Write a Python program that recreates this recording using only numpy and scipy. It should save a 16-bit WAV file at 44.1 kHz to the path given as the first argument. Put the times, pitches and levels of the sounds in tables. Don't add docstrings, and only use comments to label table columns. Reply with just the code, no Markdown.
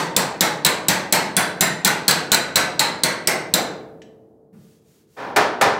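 import sys
import numpy as np
from scipy import signal
from scipy.fft import rfft, irfft
from scipy.io import wavfile

SR = 44100
rng = np.random.default_rng(int(sys.argv[2]) if len(sys.argv) > 2 else 0)


def makeup_ratio(level_db):
    decades = np.asarray(level_db, float) / 20
    return 10 ** decades


def to_wav(s):
    ch = np.atleast_2d(s).T
    pcm = np.round(np.clip(ch, -1, 1) * 32767)
    wavfile.write(sys.argv[1], SR, pcm.astype(np.int16))


N = 255339
LEAD = 8820


def at_hz(points, hz):
    table_hz, value = np.transpose(points)
    return np.interp(np.log(hz + 1), np.log(table_hz), value)


def coloured(x, spectrum):
    gain = makeup_ratio(at_hz(spectrum, np.fft.rfftfreq(len(x), 1 / SR)))
    return irfft(rfft(x) * gain, len(x))


def noise(spectrum, size):
    x = coloured(rng.standard_normal(size), spectrum)
    return x / x.std()


def fall(t60, size):
    return makeup_ratio(-60 * np.arange(size) / SR / np.reshape(t60, (-1, 1)))


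def swell(rise_s, size):
    return 1 - np.exp(-np.arange(size) / SR / rise_s)


def modes(hz, t60, size):
    phase = 2 * np.pi * np.reshape(hz, (-1, 1)) * np.arange(size) / SR
    return np.sin(phase) * fall(t60, size)


def hump(hz, centre_hz, octaves, db):
    return makeup_ratio(2 * db) * np.exp(-(np.log2(hz / centre_hz) / octaves) ** 2)


def add(track, s, sound):
    at = round(s * SR) + LEAD
    track[at:at + len(sound)] += sound[:len(track) - at]


# (time [s], block ping [dB], centre of the sheet's clang [Hz], block [Hz], hammer head [Hz])
HAMMER_BLOWS = [(0.1634, -8.5, 910, 3600, 7870), (0.407, -4.5, 846, 3820, 7270),
                (0.6476, -2.5, 980, 3900, 7900), (0.883, -7, 870, 3940, 7340),
                (1.1237, -9.5, 850, 4080, 7800), (1.3655, -17, 1480, 4060, 9400),
                (1.6073, -6.5, 1950, 3830, 7310), (1.8469, -3, 882, 4020, 7700),
                (2.0794, -0.5, 1550, 4245, 7940), (2.317, -2, 1540, 4060, 7700),
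                (2.5565, -1, 730, 4010, 7770), (2.793, -1, 870, 4090, 7400), (3.034, -2, 2050, 4220, 8480),
                (3.272, -5, 2120, 5365, 8330), (3.5377, -1, 473, 3900, 7370)]
# (time after the blow [s], blow number, level under the blow [dB])
BLOCK_BOUNCES = [
    (.017, 2, -2),
    (.009, 6, -18),
    (.028, 7, -5.5),
    (.031, 8, -6),
    (.028, 9, -3),
    (.015, 9, -12.5),
    (.012, 10, -10.5),
    (.017, 14, -25.5),
]
# (frequency [Hz], level [dB], t60 [s])
SHELL_HUM = [(153.6, -13, 3.4), (247.5, -12, 0.82), (313, -2, 2.3), (373.6, -5.5, 1.4), (422, -14, 1.1),
             (442.3, -2.5, 2.8), (495, -3.5, 1.6), (532, -5.5, 1.5), (624, 2, 0.91)]
# (frequency [Hz], level [dB per Hz])
BODY_RUMBLE = [(60, -16.5), (160, -6), (440, -8.5), (650, -10), (1000, -28.5), (2500, -51.5)]


def blows():
    track, size = np.zeros(N + LEAD), 88200
    hz, hum_db, t60 = np.transpose(SHELL_HUM)
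    shell = modes(hz, np.clip(t60, .5, 3), size)
    hits = [strike(*row) for row in HAMMER_BLOWS]
    for k, (blow, ping) in enumerate(hits + hits[:1]):
        s, crack_db, thud_db, sheet_db = blow[:4]
        if k == len(hits):
            s = -0.066
        hum = makeup_ratio(hum_db - 36.5) * rng.choice([-1, 1], len(hz)) @ shell
        rumble = makeup_ratio(sheet_db - 21.5) * noise(BODY_RUMBLE, size) * fall(2.63, size)[0]
        add(track, s, (hum + rumble) * swell(0.01, size))
        add(track, s, clang(blow, ping))
        add(track, s + 0.0022, thud(thud_db))
        add(track, s + 0.00089, tools(crack_db, ping))
        for after_s, number, under_db in BLOCK_BOUNCES:
            if number == k:
                add(track, s + after_s, makeup_ratio(under_db) * tools(crack_db, ping))
    return track


# (time [s], force of the swing [dB], give of the spot as thud [dB],
# stiffness as tilt [dB per octave], looseness of the grip [dB])
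WORKED_SPOT = [
    (0.3, 0.5, -18, -1.7, -14),
    (0.7, -0.5, -24, 0.3, -6.5),
    (1.12, 0.5, -18, 0.3, -5),
    (1.5, -2.2, -18.5, -1, 6.5),
    (1.85, -1, -20.5, 1.5, -5),
    (2.2, 1.15, -27.5, 0.6, -1.5),
    (2.8, -4, -31.5, 1.1, -5.5),
    (3.1, -3, -25, -2.5, -3),
    (3.54, 0.5, -23.5, -3.5, -7.5),
]


def strike(s, block_db, clang_hz, block_hz, head_hz):
    times, *columns = np.transpose(WORKED_SPOT)
    crack_db, thud_db, stiff_db, loose_db = (np.interp(s, times, c) for c in columns)
    sheet_db = -15.5 + 0.3 * crack_db
    head_db = -15.5 - 0.2 * block_db
    upper_hz = 1.9 * head_hz
    blow = s, crack_db, thud_db, sheet_db, clang_hz, stiff_db, loose_db
    return blow, (block_db, block_hz, head_db, head_hz, upper_hz)


# (frequency [Hz], level [dB])
CRACK_TONE = [(60, -8.5), (200, 2), (1500, -15.5), (3400, -2.5), (8000, -1), (11500, -8.5), (13500, -4),
              (16000, -14)]


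def tools(crack_db, ping):
    block_db, block_hz, head_db, head_hz, upper_hz = ping
    size = 4096
    crack_decay = fall(0.018, size)[0] + 0.21 * fall(0.066, size)[0]
    crack = makeup_ratio(crack_db - 6) * noise(CRACK_TONE, size) * crack_decay
    place = np.tile(np.arange(-3, 4), 3)
    hz = np.repeat([block_hz, head_hz, upper_hz], 7) * (1 + place * rng.uniform(0.023, .04, 21))
    cluster_db = np.repeat([block_db - 10.5, head_db + 0.5, crack_db - 16.5], 7)
    gains = makeup_ratio(cluster_db - 2.2 * np.sqrt(np.abs(place)))
    t60 = np.repeat([.045, .035, .03], 7)
    pings = gains * rng.choice([-1, 1], 21) @ modes(hz, t60, size)
    return (crack + pings) * swell(0.0001, size)


THUD_HZ = 169.5


def thud(thud_db):
    length_s, glide, hz_per_db = 0.027, 0.25, 2.5
    part = np.arange(round(length_s * SR)) / (length_s * SR)
    hz = (THUD_HZ + hz_per_db * (thud_db + 27)) * (1 + glide * (part - .5))
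    return makeup_ratio(thud_db + 0.5) * np.sin(2 * np.pi * np.cumsum(hz) / SR) * np.sin(np.pi * part) ** 0.79


def ripple(hz, spacing_hz, spread_db):
    knots = np.arange(0, 18000, spacing_hz)
    return np.interp(hz, knots, spread_db * rng.standard_normal(len(knots)))


# (frequency [Hz], level [dB])
SHEET_TONE = [(40, -44), (110, -27), (250, -9.5), (600, -1.5), (2000, 0.5), (2600, -5), (3400, -17),
              (8000, -35)]
# (frequency [Hz], width [Hz], level above the rest [dB])
SHARED_STEEL = [(907, 84, 3.5), (1540, 120, 4), (2050, 24, 3), (4200, 470, 3.5), (6280, 89, 1.5),
                (7400, 300, 3.5), (8100, 460, 3), (10700, 670, 4.5), (12500, 250, 2.5), (13300, 300, -2.5)]
FREE_MODES = [3470, 4007, 4620, 5030, 6000, 6020, 7240, 8200, 8140, 10300, 10790, 12340, 13300, 15200]


def clang(blow, ping):
    s, crack_db, thud_db, sheet_db, clang_hz, stiff_db, loose_db = blow
    block_db, block_hz, head_db, head_hz, upper_hz = ping
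    hz, size = np.geomspace(40, 17000, 4000), 44100
    tilt_db = stiff_db * np.clip(np.log2(hz / 900), -1.5, 1.5)
    low = makeup_ratio(2 * (sheet_db + 8.5 + at_hz(SHEET_TONE, hz) + tilt_db))
    low += hump(hz, clang_hz, 0.13, sheet_db + 11)
    low += hump(hz, THUD_HZ, .25, thud_db + 14.5)
    high = makeup_ratio(2 * (crack_db - 11.5 + 1.1 * stiff_db + at_hz(CRACK_TONE, hz)))
    high += hump(hz, block_hz, 0.073, block_db - 4)
    high += hump(hz, 1.22 * block_hz, .04, block_db - 10.5)
    high += hump(hz, head_hz, 0.047, head_db + 2)
    high += hump(hz, upper_hz, 0.04, crack_db - 18)
    for free_hz, chance in zip(FREE_MODES, rng.standard_normal(len(FREE_MODES))):
        free_db = loose_db - 11 - 1.1 * np.log2(free_hz / 6000) + 1.2 * chance
        high += hump(hz, free_hz * (1 + 0.0027 * chance), .012, free_db)
    shared_db = sum(db / (1 + ((hz - at) / width * 2) ** 2) for at, width, db in SHARED_STEEL)
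    field = diffuse(size)
    low_db = 10 * np.log10(low) + shared_db + ripple(hz, spacing_hz=60, spread_db=2.6)
    high_db = 10 * np.log10(high) + shared_db + ripple(hz, spacing_hz=200, spread_db=2.7)
    low = coloured(field, np.c_[hz, low_db]) * swell(0.011, size)
    high = coloured(field, np.c_[hz, high_db]) * swell(0.0025, size) * swell(0.29, size)[::-1] ** 4
    return (low + high) * swell(0.12, size)[::-1] ** 4


# (time [s], level [dB], brightness [dB per octave])
EDGE_BLOWS = [
    (5.095, -7.5, -0.5),
    (5.3609, -7.5, 0.2),
    (5.611, -7, 0.22),
]
# (frequency [Hz], level [dB], t60 [s])
EDGE_RING = [(417, 4, 1.2), (442, -16, .8), (530, 1, 0.59), (576, -1, 0.75), (716, -3.5, 0.55),
             (794, 7.5, .8), (951, 3.5, 1.2), (980, -13.5, 0.56), (1229, 6, 0.35), (1370, 0.5, 0.39),
             (1504, -6, 0.78), (1766, 1, 0.73), (2250, 0, 0.216), (2410, -1.5, 0.35)]
# (frequency [Hz], level [dB per Hz])
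EDGE_TONE = [(35, -52), (75, -20), (175, -13.5), (730, -3.5), (1700, -7), (2780, -16.5), (5080, -20.5),
             (15500, -38)]


def top_blows():
    track, size = np.zeros(N + LEAD), 44100
    hz, level_db, t60 = np.transpose(EDGE_RING)
    rings = modes(hz, np.clip(t60, .2, .5), size)
    for s, blow_db, bright_db in EDGE_BLOWS:
        field = coloured(diffuse(size), EDGE_TONE)
        field = makeup_ratio(13) * coloured(field, [(500, 0), (8000, 4 * bright_db)])
        ringing = makeup_ratio(level_db - 15) * rng.choice([-1, 1], len(hz)) @ rings
        crack = makeup_ratio(2.8 * bright_db - 4.5) * noise(CRACK_TONE, size) * fall(0.058, size)[0]
        sound = (field + ringing) * swell(0.0015, size) + crack * swell(0.0056, size)
        add(track, s, makeup_ratio(blow_db) * sound * swell(.1, size)[::-1] ** 2)
    return track


# (frequency [Hz], level [dB], t60 [s])
CLINK_RING = [(1550, 7, 0.041), (2097, -6, 0.039), (2990, 8, 0.061), (3290, -9, 0.57), (3950, -8, 0.46),
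              (4474, -16, 0.23), (5329, -14, 0.25), (5959, -14, 0.55), (6480, -3, 0.06), (7200, -17, 0.2),
              (7860, -10, 0.28), (8700, -20, 0.081)]


def clink():
    track, s, clink_db = np.zeros(N + LEAD), 4.0185, -58
    hz, level_db, t60 = np.transpose(CLINK_RING)
    add(track, s, makeup_ratio(clink_db + level_db) @ modes(hz, t60, size=16384))
    scrape = noise([(700, -20.5), (1500, 9), (7000, 0), (10000, -22), (16000, -27)], size=1024)
    add(track, s, makeup_ratio(clink_db + 14) * scrape * fall(0.06, size=1024)[0])
    return track


def palm():
    track, size = np.zeros(N + LEAD), 16384
    thump = noise([(60, -14), (110, 6), (170, 11.5), (300, -3), (500, -15), (1500, -21.5), (4000, -36)], size)
    add(track, 4.525, makeup_ratio(-41) * thump * fall(0.5, size)[0] * swell(.01, size))
    return track


# (time [s], length [s], level [dB])
PALM_STROKES = [
    (4.531, 0.3, -69.5),
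    (4.816, .253, -69.5),
    (5.07, 0.4, -65),
]
# (frequency [Hz], level [dB per Hz])
WIPE_TONE = [(300, -20), (1000, -1.5), (3000, -3.5), (7000, -1), (10500, -5), (13500, -5.5), (15800, -4.5)]


def wipe():
    track, stroke = np.zeros(N + LEAD), np.zeros(N)
    turn_db, turn_sharpness = 16, 3
    for s, length_s, stroke_db in PALM_STROKES:
        off_centre = np.abs(2 * (np.arange(N) / SR - s) / length_s - 1)
        slowing_db = turn_db * np.minimum(off_centre, 1) ** turn_sharpness
        stroke += makeup_ratio(stroke_db + 7 - slowing_db) * (off_centre < 1)
    add(track, 0, stroke * noise(WIPE_TONE, N))
    return track


# (frequency [Hz], t60 [s])
GARAGE_DECAY = [(100, 0.8), (260, 1), (700, 0.78), (1840, 0.56), (4850, 0.47), (12800, 0.23)]


def diffuse(size):
    edges = 42 * 2 ** (np.arange(0, 8.9, .5) + rng.uniform(.1, .5))
    white, tail = rng.standard_normal((2, size)), np.zeros(size)
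    for k, (low, high) in enumerate(zip(edges, edges[1:])):
        band_pass = signal.butter(2, [low, high], "band", fs=SR, output="sos")
        band = signal.sosfilt(band_pass, white[k % 2])
        tail += band * fall(at_hz(GARAGE_DECAY, np.sqrt(low * high)), size)[0]
    return tail


def garage(x, wet_db):
    tail = makeup_ratio(wet_db) * diffuse(size=44100) * swell(.005, size=44100)
    return x + signal.fftconvolve(x, tail)[:len(x)]


# (frequency [Hz], level [dB per Hz])
FLOOR_TONE = [(40, -30.5), (62, -4), (150, 1), (300, -5.5), (440, -1), (600, -16.5), (1000, -24),
              (2500, -74.5)]


def room_floor():
    return makeup_ratio(-58.5) * noise(FLOOR_TONE, N)


# (start [s], end [s])
DISSOLVE = (5.165, 5.34)


def scene():
    handling = garage(clink() + palm() + wipe(), wet_db=-36.5)
    first = (blows() + handling)[LEAD:] + room_floor()
    share = np.interp(np.arange(N) / SR, DISSOLVE, [0, 1])
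    return (first * np.sqrt(1 - share) + top_blows()[LEAD:] * share ** 0.8)[None]


def roll_off(x):
    return signal.sosfilt(signal.butter(12, 16760, fs=SR, output="sos"), x)


def record(dry):
    x = .95 * np.tanh(dry / .95)
    x = signal.sosfilt(signal.butter(2, 79, "high", fs=SR, output="sos"), x)
    x = signal.sosfilt(signal.cheby1(12, .5, 15750, fs=SR, output="sos"), x)
    return roll_off(x)


dry = scene()
out = record(dry)
to_wav(out)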